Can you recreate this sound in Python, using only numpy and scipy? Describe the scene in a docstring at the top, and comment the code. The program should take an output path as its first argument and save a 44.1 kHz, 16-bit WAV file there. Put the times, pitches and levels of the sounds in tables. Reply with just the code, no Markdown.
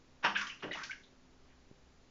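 """Rats leap through shallow water in a bathtub, heard from above in a small bathroom.
Shaped-noise hiss and a faint wavering hum run throughout. Two landings, crowds of random slaps
over a low noise thud, set the tub's decaying resonances ringing. Thrown water falls back after each:
clouds of small bubbles and single plinks as rising sine rings, spray as filtered ticks.
Near the end comes one soft bump, a short decaying low sine."""
import sys
import numpy as np
from scipy import signal
from scipy.io import wavfile
from scipy.ndimage import uniform_filter1d

SR = 44100
rng = np.random.default_rng(int(sys.argv[2]) if len(sys.argv) > 2 else 0)


def store_pcm(level_fs):
    """Save levels as 16-bit WAV."""
    pcm = np.round(np.clip(level_fs, -1, 1) * 32767).astype(np.int16)
    wavfile.write(sys.argv[1], SR, np.atleast_2d(pcm).T)


N = 92610
BUBBLE_GLIDE_PER_S = 2.5  # pitch rise as a fraction of the starting pitch


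def amp(db):
    """Decibels to gain."""
    return 10 ** (np.asarray(db) / 20)


def evened(x):
    """Scales to rms 1."""
    return x / np.sqrt(np.mean(x ** 2) + 1e-20)


def sized(x, like):
    """Scales x to the rms of another signal."""
    return evened(x) * np.sqrt(np.mean(like ** 2))


def read(points, hz):
    """Interpolates a table on a log-frequency axis."""
    f, value = np.transpose(points)
    return np.interp(np.log(hz + 1), np.log(f + 1), value)


def add(mix, start_s, sound):
    """Mixes a sound in at a time, in place."""
    part = mix[round(start_s * SR):][:len(sound)]
    part += sound[:len(part)]


def colour(x, points, size=4096):
    """Causal minimum-phase filter with the given spectrum."""
    hz = abs(np.fft.fftfreq(size, 1 / SR))
    log_gain = np.log(amp(np.maximum(read(points, hz), -100)))
    spectrum = np.exp(np.conj(signal.hilbert(log_gain)))
    taps = np.fft.ifft(spectrum).real
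    return signal.fftconvolve(x, taps[:size // 2])[:len(x)]


def swell(start_s, rise_s, decay_s, db):
    """Envelope: sine-squared rise to its top, then exponential decay."""
    t = np.arange(N) / SR - start_s
    rise = np.sin(np.pi / 2 * np.clip(t / rise_s, 0, 1)) ** 2
    decay = np.exp(-np.maximum(t - rise_s, 0) / decay_s)
    return amp(db) * rise * decay


def patter(per_s, db_per_size):
    """Random impacts of uneven size and either sign."""
    hit = rng.random(N) < per_s / SR
    size = np.minimum(rng.exponential(1, N), 3)
    sign = rng.choice([-1, 1], N)
    return hit * amp(db_per_size * size) * sign


def bubble(hz, decay_s, attack_s):
    """A trapped bubble rings, rising in pitch as it nears the surface."""
    t = np.arange(0, 7 * decay_s, 1 / SR)
    ring = (1 - np.exp(-t / attack_s)) ** 2 * np.exp(-t / decay_s)
    phase = 2 * np.pi * hz * (t + BUBBLE_GLIDE_PER_S * t ** 2 / 2)
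    return ring / ring.max() * np.sin(phase)


def slow_drift():
    """Twice-smoothed noise of rms 1."""
    smooth = uniform_filter1d(rng.standard_normal(N), size=3000)
    return evened(uniform_filter1d(smooth, size=2000))


def background():
    """Steady shaped-noise hiss and faint hum tones, wavering in level and phase."""
    # hiss spectrum, relative: f/Hz, density/dB per Hz
    hiss_spectrum = [(20, 3.5), (40, -7), (70, -6), (110, -14.5), (180, -9.5), (300, -11), (450, -13.5),
                     (700, -17.5), (1200, -20), (2500, -24.5), (5000, -26.5), (7200, -29)]
    # hum tones: f/Hz, rms level/dB
    hum_tones = [(64.6, -74.5), (129.2, -77), (258.4, -73), (393, -79.5)]
    hiss_db, hum_waver = -63, 0.5
    t = np.arange(N) / SR
    out = amp(hiss_db) * evened(colour(rng.standard_normal(N), hiss_spectrum))
    for hz, db in hum_tones:
        waver = 1 + hum_waver * (slow_drift() + 1j * slow_drift())
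        out += amp(db) * evened((waver * np.exp(2j * np.pi * hz * t)).real)
    return out


def bump():
    """One soft, dull knock close to the microphone: a decaying low sine."""
    start_s, db, hz, decay_s = 1.7132, -39, 245, 0.0018
    out, t = np.zeros(N), np.arange(SR // 10) / SR
    add(out, start_s, -amp(db) * np.exp(-t / decay_s) * np.sin(2 * np.pi * hz * t))
    return out


def spray():
    """Fine droplets tick on the water and the tub wall."""
    # bursts of spray: t/s, rise/s, decay/s, level before mix/dB
    bursts = [(0.366, 0.0043, 0.04, -44.5), (0.41, 0.0039, 0.025, -43.5), (0.466, 0.0033, 0.024, -47.5),
              (0.72, 0.015, 0.099, -53), (0.833, 0.0031, 0.021, -42), (.9, 0.013, 0.01, -54)]
    # tick spectrum, relative: f/Hz, density/dB per Hz
    tick_spectrum = [(200, -20.5), (1000, -14.5), (2500, -3.5), (3900, -7), (4500, -5), (6000, -5),
                     (7400, -17)]
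    drops_per_s, db_per_size = 1400, -0.5
    out = np.zeros(N)
    for row in bursts:
        level = swell(*row)
        ticks = level * patter(drops_per_s, db_per_size)
        out += sized(colour(ticks, tick_spectrum), level)
    return out


def plinks():
    """Larger drops each leave one clear bubble."""
    # single bubbles: t/s, peak before mix/dB, starting f/Hz, decay/s
    drops = [(0.3619, -28, 1590, 0.0051), (0.3854, -37, 1504, 0.006), (.413, -35.5, 1424, 0.0051),
             (0.469, -40.5, 3100, 0.0032), (0.498, -37, 2887, .005), (0.518, -49.5, 2616, 0.022),
             (0.647, -40, 476, 0.0041), (.711, -33.5, 1946, 0.0025), (.735, -36, 2884, 0.0037),
             (0.821, -43.5, 1516, 0.018), (.8952, -38, 1501, 0.0057), (.908, -37.5, 2188, .002),
             (.915, -33, 2250, 0.0014), (0.928, -41.5, 1607, 0.0038)]
    attack_cycles = 4
    out = np.zeros(N)
    for start_s, db, hz, decay_s in drops:
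        add(out, start_s, amp(db) * bubble(hz, decay_s, attack_cycles / hz))
    return out


def cloud(start_s, rise_s, decay_s, db, hz, octaves, count=16):
    """Falling water traps many short bubbles of about one size."""
    bubbles_per_s, db_per_size = 1000, 0.5
    decay_cycles, attack_cycles = 5, 0.6
    level, out = swell(start_s, rise_s, decay_s, db), np.zeros(N)
    place = (np.arange(count) + rng.random(count)) / count  # one draw per slot of 0..1
    pitches_hz = hz * 2 ** (octaves * 2 * np.arcsin(2 * place - 1))
    for pitch_hz in pitches_hz:
        grain = bubble(pitch_hz, decay_cycles / pitch_hz, attack_cycles / pitch_hz)
        starts = level * patter(bubbles_per_s / count, db_per_size)
        out += signal.oaconvolve(starts, grain)[:N]
    return sized(out, level)


def clouds():
    """Thrown water falls back in a run of bubble clouds."""
    # clouds: t/s, rise/s, decay/s, level before mix/dB, centre f/Hz, pitch scatter scale/octaves
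    cloud_rows = [(0.346, 0.013, 0.046, -37, 1653, 0.11), (0.342, 0.019, 0.025, -34.5, 2750, 0.13),
                  (0.386, 0.0047, 0.043, -51.5, 1228, 0.067), (0.405, 0.0081, 0.055, -43.5, 1770, 0.3),
                  (.489, 0.011, 0.02, -45, 2630, 0.12), (.59, 0.017, 0.016, -58.5, 3190, 0.21),
                  (0.623, 0.017, 0.016, -41, 480.7, 0.25), (.666, 0.024, 0.021, -50.5, 545, 0.18),
                  (.705, 0.018, 0.034, -41.5, 2418, 0.24), (0.741, 0.01, 0.012, -46, 1042, 0.28),
                  (.763, .014, 0.042, -44, 1670, 0.22), (0.787, 0.034, .014, -53, 1170, 0.1),
                  (0.902, 0.012, 0.014, -46.5, 2250, 0.24), (1.028, 0.012, 0.01, -60.5, 3680, 0.034),
                  (1.46, 0.049, 0.037, -71.5, 2220, 0.23)]
    return sum(cloud(*row) for row in cloud_rows)


def thuds():
    """The weight of each landing rumbles in the tub floor as low noise."""
    # thuds: t/s, rise/s, decay/s, level before mix/dB
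    thud_rows = [(0.237, 0.015, 0.028, -46), (.624, 0.019, 0.046, -49)]
    # thud spectrum, relative: f/Hz, density/dB per Hz
    thud_spectrum = [(40, -25.5), (100, -10.5), (160, -10), (200, 2), (245, -10.5), (300, -4), (450, -17),
                     (1000, -44)]
    out = np.zeros(N)
    for row in thud_rows:
        level = swell(*row)
        out += sized(colour(level * rng.standard_normal(N), thud_spectrum), level)
    return out


def landings():
    """A body hits the water in a crowd of small slaps."""
    # landings: t/s, rise/s, decay/s, level before mix/dB, tilt/dB per octave
    landing_rows = [(0.224, 0.032, 0.021, -27, 1.5), (0.619, 0.014, 0.032, -42, 1)]
    # slap spectrum before tilt, relative: f/Hz, density/dB per Hz
    slap_spectrum = [(60, -49.5), (190, -15.5), (450, -8), (750, -6.5), (950, -1), (1550, -1.5), (2100, -8),
                     (2900, -5.5), (4000, -24), (5600, -23), (7400, -45.5)]
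    slaps_per_s, db_per_size, tilt_pivot_hz = 3800, 3, 1400
    out = np.zeros(N)
    for start_s, rise_s, decay_s, db, tilt_db in landing_rows:
        level = swell(start_s, rise_s, decay_s, db)
        tilted = [(hz, band_db + tilt_db * np.log2(hz / tilt_pivot_hz)) for hz, band_db in slap_spectrum]
        slaps = level * patter(slaps_per_s, db_per_size)
        out += sized(colour(slaps, tilted), level)
    return out


def bathroom(x, slot=16):
    """Dense reflections from the tub and the walls, each band dying at its own speed."""
    # reverberation: f/Hz, t60/s
    room_t60 = [(100, 0.84), (600, 0.35), (1500, 0.34), (3000, 0.27), (7000, 0.52)]
    delay_s = 0.004
    at = np.arange(0, SR - slot, slot)
    taps, out = np.zeros(SR), np.zeros(N)
    taps[at + rng.integers(0, slot, len(at))] = rng.choice([-1, 1], len(at))
    hz, t, bands = signal.stft(taps, SR, nperseg=256)
    decay = np.exp(-np.log(1000) * t / read(room_t60, hz)[:, None])
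    tail = signal.istft(bands * decay, SR)[1]
    add(out, delay_s, signal.fftconvolve(x, tail / np.linalg.norm(tail)))
    return out


def tub(x):
    """The tub and the air in it ring at their own pitches under every splash."""
    # resonances: f/Hz, gain relative to tub_db/dB, t60/s
    resonances = [(199.7, 8.5, 0.53), (572.5, 4, 0.25), (606, 2.5, 0.24), (874, 1.5, 0.38), (899, 5, 0.23),
                  (975, 1.5, 0.23), (1179, 3, 0.29), (1238, -7, 0.13), (1454, -3, 0.16), (1534, 0, 0.19),
                  (1680, 0, 0.27), (1724, -4, 0.19), (1894, 3.5, 0.41), (2253, -1.5, .2),
                  (2493, -2.5, 0.22), (2793, 1.5, 0.23)]
    tub_db = 1.5
    t = np.arange(SR) / SR
    ring = np.zeros(SR)
    for hz, db, t60_s in resonances:
        rate = np.log(1000) / t60_s
        unit_gain = 2 * rate / SR  # about 0 dB at resonance
        ring += amp(tub_db + db) * unit_gain * np.exp(-rate * t) * np.cos(2 * np.pi * hz * t)
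    return signal.fftconvolve(x, ring)[:N]


def scene():
    """The splashing in its tub and room, over the background; the bump stays dry."""
    direct_db, plink_send_db, room_db = -0.5, -3, -3.5
    water = spray() + clouds() + thuds() + landings()
    drops = plinks()
    sent = water + amp(plink_send_db) * drops
    direct = amp(direct_db) * (water + drops)
    reflected = tub(sent) + amp(room_db) * bathroom(sent)
    return (background() + bump() + direct + reflected)[None]


def record(dry):
    """A narrow-band recorder cuts off the top: linear-phase low-pass."""
    edge_hz = 7300
    taps = signal.firwin(401, edge_hz, window=("kaiser", 8), fs=SR)
    return signal.oaconvolve(dry, taps[None], "same")


dry = scene()
out = record(dry)
store_pcm(out)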